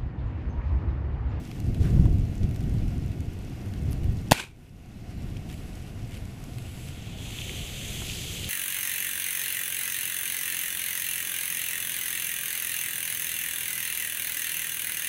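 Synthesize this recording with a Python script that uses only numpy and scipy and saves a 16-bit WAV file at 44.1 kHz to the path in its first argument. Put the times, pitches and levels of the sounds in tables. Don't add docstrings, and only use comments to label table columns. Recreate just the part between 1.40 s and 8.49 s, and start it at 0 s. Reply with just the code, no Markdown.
import sys
import numpy as np
from scipy import signal
from scipy.fft import rfft, irfft, next_fast_len
from scipy.io import wavfile
from scipy.ndimage import uniform_filter1d, minimum_filter1d, map_coordinates

SR = 44100
rng = np.random.default_rng(int(sys.argv[2]) if len(sys.argv) > 2 else 0)


def master(y):
    cut = np.clip(np.atleast_2d(y).T, -1, 1)
    pcm = np.round(cut * 32767)
    wavfile.write(sys.argv[1], SR, pcm.astype(np.int16))


N = 312669
TIME = np.arange(N) / SR

# frequency_hz, level_db
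RUMBLE_COLOUR = [(15, -11), (25, -3.5), (36, -0.5), (55, -2), (88, -1), (130, -3), (200, -13), (300, -22.5),
                 (450, -33), (800, -48), (2000, -60), (6000, -82.5)]
FRYING_COLOUR = [(150, -48.5), (350, 8), (570, 5.5), (710, 6), (900, 2), (1200, -1.5), (1800, -0.5),
                 (2700, 0.5), (3800, -6.5), (6000, -8.5), (9000, -13.5), (10500, -13.5), (13500, -14.5),
                 (15200, -20)]
FIZZ_COLOUR = [(2000, -25), (5000, -4), (8000, 0), (11000, 0), (15000, -5)]
THIN_JET_COLOUR = [(1200, -26), (2200, 0), (2900, 2.5), (4200, -4), (5800, -8.5), (7200, -4), (8100, -1),
                   (9200, -15), (10400, -0.5), (11400, -5), (12600, -12), (13400, -9.5), (14400, -10),
                   (15300, -14.5)]
MAIN_JET_COLOUR = [(150, -33), (400, -4), (800, -23), (1600, -16.5), (2500, -3), (3300, 0.5), (4200, -9.5),
                   (4800, -12.5), (5400, -16.5), (6200, -7), (7600, -7.5), (9200, -14), (10300, -10.5),
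                   (11800, -18), (13300, -11.5), (15200, -24)]
TEARING_COLOUR = [(60, 1.5), (200, 2), (350, -5.5), (520, 2), (900, -5), (1200, -2.5), (1500, -10),
                  (2200, -1), (3400, -0.5), (5000, -6), (7000, -10), (11000, -10), (15000, -15.5)]
YARD_COLOUR = [(60, -8.5), (190, 0), (400, 2), (640, -7), (850, 0.5), (1200, -4.5), (1950, -4),
               (2600, -0.5), (4000, -4), (5500, -9), (8200, -8), (15000, -21)]

# peak_s, level_db, rise_s, fall_s
BILLOWS = [(.3, -24, 0.072, 0.056), (.41, -19, 0.011, 0.024), (.56, -13.5, 0.1, 0.17),
           (1.04, -22, 0.041, 0.061), (1.33, -25, 0.21, .42), (2.49, -25.5, 0.15, 0.093),
           (2.65, -24.5, 0.06, 0.15), (3.2, -37, 0.22, 0.27), (3.83, -34.5, .07, 0.4),
           (4.64, -33.5, 0.022, 0.03), (6.54, -35.5, 0.11, 0.19), (7.07, -34, 0.09, 0.11)]
# peak_s, level_db, rise_s, fall_s
SIZZLE_FLARE = [(3.22, -53.5, 0.14, 0.21)]
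# delay_s, gain
VENT_REFLECTIONS = [(.00145, .13), (.00272, 0.16), (.0042, 0.14), (0.0112, 0.09), (.0162, 0.086)]
# peak_s, level_db, rise_s, fall_s
FIZZ_SWELL = [(3.2, -59, 0.068, 0.28)]
# start_s, treble_peak_db, body_trim_db
CASING_TICKS = [(0.1148, -40.5, -2.5), (.2019, -35, -15), (0.3465, -41, -1.5), (.6549, -40, -4),
                (0.954, -38.5, -12), (1.1115, -36.5, -11), (1.1617, -39, -8), (1.806, -35, -15),
                (2.3375, -38.5, -7), (2.53, -32, -14), (2.643, -36.5, -15), (4.1265, -39, -9),
                (5.0404, -32, -17), (5.1844, -35, -5), (5.487, -34, -10)]
# start_s, peak_db, pitch_hz
DROPLETS = [(.114, -40, 2190), (3.967, -38, 2660), (5.9871, -25.5, 2920), (6.0171, -27, 3080),
            (6.0943, -25, 2570), (6.698, -22.5, 2980), (7.0373, -24.5, 2620), (7.044, -24, 3250)]
# start_s, length_s, level_db
CRACKLE_CLUSTERS = [(4.088, 0.055, -40.5), (4.687, 0.053, -43), (4.739, .04, -39), (5.415, .07, -45)]
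# start_s, length_s, level_db, centre_hz, width_octaves
GAS_SPURTS = [(0.393, 0.19, -53, 3000, 1.3), (0.425, 0.11, -50.5, 1550, 0.56),
              (0.655, 0.01, -42, 700, 0.61), (1.03, 0.011, -49, 2000, 1.2), (2.507, 0.025, -50, 11400, .2),
              (5.236, 0.074, -56, 3000, 0.2), (6.02, 0.54, -52, 420, 0.53),
              (6.617, 0.0072, -38.5, 890, 0.93), (6.62, 0.53, -47, 4300, 0.32)]
# peak_s, level_db, rise_s, fall_s
THIN_SURGES = [(4.15, -57.5, 0.066, 0.52), (5.45, -50, 0.4, .16)]
# midpoint_s, level_db, opening_s, treble_lift_db
VENT_STEPS = [(5.53, -47.5, .04, -7.5), (5.8, -44, .025, -0.5), (5.97, -42, 0.021, -3),
              (6.4, -46, 0.054, 5.5)]
# start_s, drive_db, push_s
PRESSURE_FRONTS = [(2.9192, 22.5, 0.00034), (2.9203, 20.5, 0.00053)]
# start_s, level_db, rise_s, t60_s
GAS_TEARS = [(2.9113, -13, 0.002, 0.013), (2.919, 3, 0.00084, 0.017), (2.9266, -6, 0.00093, 0.029)]
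# centre_hz, width_hz, boost_db
CAVITY_RESONANCES = [(1520, 160, 8), (2280, 180, 7.5), (2470, 200, 9), (2950, 600, 2.5)]

PLUME_DB = -40.5
CHURN_DB, CHURN_FOLLOW, CHURN_FADE_DB_PER_S = -42.5, 0.38, 1.16
SIZZLE_DB, SIZZLE_FOLLOW = -52.5, 0.024
FAINT_TICK_DB, FAINT_SPREAD_DB, FAINT_BODY_TRIM_DB = -42, 4, -9
BURST_S = PRESSURE_FRONTS[0][0]
YARD_DB, YARD_RISE_S, YARD_HOLD_S, YARD_T60_S = -21.5, 0.0069, 0.081, 0.23
TOP_HZ = 15400


def amp(db):
    return 10 ** (np.asarray(db) / 20)


def unit(x):
    return x / np.sqrt(np.mean(x ** 2) + 1e-20)


def wobble(rate_hz):
    return map_coordinates(rng.standard_normal(int(N * rate_hz / SR) + 4), [TIME * rate_hz])


def filtered(x, response):
    size = next_fast_len(N + 8192)
    return irfft(rfft(x, size) * response(np.fft.rfftfreq(size, 1 / SR) + 1e-3), size)[:N]


def noise(colour):
    knots_hz, db = np.transpose(colour)
    white = rng.standard_normal(N)
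    return unit(filtered(white, lambda hz: amp(np.interp(np.log(hz), np.log(knots_hz), db))))


def patchy(x, depth_db):
    bands = signal.stft(x, nperseg=512)[2]
    drift = uniform_filter1d(rng.standard_normal(bands.shape), size=8, axis=0)
    drift = uniform_filter1d(drift, size=12, axis=1)
    return unit(signal.istft(bands * amp(depth_db * unit(drift)), nperseg=512)[1][:N])


def snap(centre_hz, octaves, t60_s):
    t = np.arange(2048) / SR
    hit = rng.standard_normal(len(t)) * 10 ** (-3 * t / t60_s)
    edges_hz = np.clip([centre_hz / 2 ** (octaves / 2), centre_hz * 2 ** (octaves / 2)], 20, SR / 2 - 100)
    ring = signal.lfilter(*signal.butter(2, edges_hz, "band", fs=SR), hit)
    return ring / np.abs(ring).max()


def add(track, start_s, sound):
    part = track[round(start_s * SR):][:len(sound)]
    part += sound[:len(part)]


def swell_power(rows):
    return sum(amp(db) ** 2 * np.exp(-2 * np.maximum((peak_s - TIME) / rise_s, (TIME - peak_s) / fall_s))
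               for peak_s, db, rise_s, fall_s in rows)


def billowing_db():
    return 10 * np.log10(1 + swell_power(BILLOWS) / amp(PLUME_DB) ** 2)


def plume():
    lift_db = billowing_db()
    level_db = PLUME_DB + lift_db
    rumble = amp(level_db + 0.98 * wobble(23)) * noise(RUMBLE_COLOUR)
    heave = amp(1.54 * level_db + 3.5) * noise([(15, -10.5), (35, -14), (85, 5), (160, -13), (400, -77)])
    flutter = amp(-42.5) * noise([(40, -11), (105, 0.5), (200, -10), (320, -24), (600, -36), (1500, -83)])
    churn_db = CHURN_DB + CHURN_FOLLOW * lift_db - CHURN_FADE_DB_PER_S * TIME
    churn = amp(churn_db) * noise([(70, -16), (130, -10.5), (175, 1), (240, -1.5), (330, -5.5),
                                   (450, -16), (600, -21), (720, -18.5), (1000, -51), (2000, -74)])
    return rumble + heave + flutter + churn


def sizzle():
    boil_power = amp(SIZZLE_DB + SIZZLE_FOLLOW * billowing_db()) ** 2 + swell_power(SIZZLE_FLARE)
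    hiss = patchy(noise(FRYING_COLOUR), depth_db=0.8) * np.sqrt(boil_power) * amp(0.85 * wobble(25))
    crackle = np.zeros(N)
    for when, size, pitch in rng.random(size=(260, 3)):
        size_db = 3 * min(-np.log(1 - size), 3)
        add(crackle, when * TIME[-1], amp(-49 + size_db) * snap(3500 * 3 ** pitch, 1.3, t60_s=0.0056))
    bounces = lambda hz: sum(gain * np.exp(-2j * np.pi * hz * delay) for delay, gain in VENT_REFLECTIONS)
    return filtered(hiss + crackle, lambda hz: 1 + bounces(hz) / (1 + (hz / 4000) ** 2))


def fizz():
    return noise(FIZZ_COLOUR) * np.sqrt(swell_power(FIZZ_SWELL))


def casing_ticks():
    out = np.zeros(N)
    faint = [(when * BURST_S, FAINT_TICK_DB + FAINT_SPREAD_DB * (size - 0.5), FAINT_BODY_TRIM_DB)
             for when, size in rng.random(size=(12, 2))]
    for start_s, db, body_trim_db in CASING_TICKS + faint:
        add(out, start_s, amp(db) * snap(7400, 1.8, t60_s=0.0062))
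        add(out, start_s, amp(db + body_trim_db + 7.5) * snap(2200, 1.66, t60_s=0.009))
    return out


def sputter():
    out = np.zeros(N)
    for start_s, db, pitch_hz in DROPLETS:
        add(out, start_s, amp(db) * snap(pitch_hz, 0.49, t60_s=0.011))
    for start_s, length_s, db in CRACKLE_CLUSTERS:
        for when, size in rng.random(size=(14, 2)):
            crackle = snap(2570, 0.65, t60_s=0.0089) + 0.84 * snap(6000, 2.2, t60_s=0.021)
            add(out, start_s + when * length_s, amp(db - 8.8 * size) * crackle)
    for start_s, length_s, db, centre_hz, octaves in GAS_SPURTS:
        age = np.maximum(TIME - start_s, 0) / length_s
        envelope = np.minimum(10 * age, 1) * np.exp(-age ** 2)
        band = lambda hz: np.exp(-0.5 * (np.log2(hz / centre_hz) / octaves) ** 2)
        gas = unit(filtered(rng.standard_normal(N), band))
        out += gas * amp(db + 2 * wobble(300)) * envelope
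    return out


def jets():
    thin = noise(THIN_JET_COLOUR) * np.sqrt(swell_power(THIN_SURGES))
    flow = patchy(noise(MAIN_JET_COLOUR), depth_db=0.55)
    body = filtered(flow, lambda hz: 1 / (1 + (hz / 5200) ** 4))
    body_power = treble_power = 0
    for midpoint_s, db, opening_s, lift_db in VENT_STEPS:
        added = amp(db) * (1 + np.tanh((TIME - midpoint_s) / (2 * opening_s))) / 2
        body_power += added ** 2
        treble_power += (added * amp(lift_db)) ** 2
    main = body * np.sqrt(body_power) + (flow - body) * np.sqrt(treble_power)
    return thin + main * amp(0.25 * wobble(31) + 0.79 * wobble(220))


def yard_echo():
    t = np.maximum(TIME - BURST_S, 0)
    decay_db = 60 * np.maximum(t - YARD_HOLD_S, 0) / YARD_T60_S
    envelope = np.minimum(t / YARD_RISE_S, 1) * amp(YARD_DB - decay_db)
    ringing = lambda hz: 1 + sum((amp(db) - 1) / (1 + (2 * (hz - centre_hz) / width_hz) ** 2)
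                                 for centre_hz, width_hz, db in CAVITY_RESONANCES)
    return unit(filtered(noise(YARD_COLOUR), ringing)) * envelope * amp(1.8 * wobble(250))


def burst():
    bang, tearing = np.zeros(N), np.zeros(N)
    for start_s, db, push_s in PRESSURE_FRONTS:
        age = np.maximum(TIME - start_s, 0) / push_s
        bang -= amp(db) * (TIME > start_s) * (1 - age) * np.exp(-age)
    bang = filtered(bang, lambda hz: 1 / (1 + 1j * hz / 1900) ** 2)
    for start_s, db, rise_s, t60_s in GAS_TEARS:
        t = np.maximum(TIME - start_s, 0)
        envelope = np.minimum(t / rise_s, 1) * amp(db - 60 * np.maximum(t - rise_s, 0) / t60_s)
        tearing += noise(TEARING_COLOUR) * envelope
    wall_delay_s = PRESSURE_FRONTS[1][0] - BURST_S
    wall_comb = lambda hz: 1 + 0.72 * np.exp(-2j * np.pi * hz * wall_delay_s) / (1 + (hz / 3000) ** 2)
    return bang + filtered(tearing, wall_comb)


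def scene():
    return (plume() + sizzle() + jets() + casing_ticks() + sputter() + burst() + yard_echo() + fizz())[None]


def gain_control(x, limit_db, depth_db, hold_s, release_db_per_s):
    duck_db = np.clip(limit_db - 20 * np.log10(np.abs(x) + 1e-9), -depth_db, 0)
    half_hold = int(hold_s * SR / 2)
    held_db = minimum_filter1d(duck_db, 2 * half_hold + 1, origin=half_hold, mode="constant")
    release_db = release_db_per_s * TIME
    return x * amp(np.minimum.accumulate(held_db - release_db) + release_db)


def record(dry):
    ducked = gain_control(dry[0], limit_db=3, depth_db=13.5, hold_s=0.31, release_db_per_s=22.5)
    clipped = ducked / (1 + ducked ** 4) ** (1 / 4)
    return filtered(clipped, lambda hz: (hz < TOP_HZ) / np.sqrt(1 + (hz / 14900) ** 60))[None]


dry = scene()
out = record(dry)
master(out)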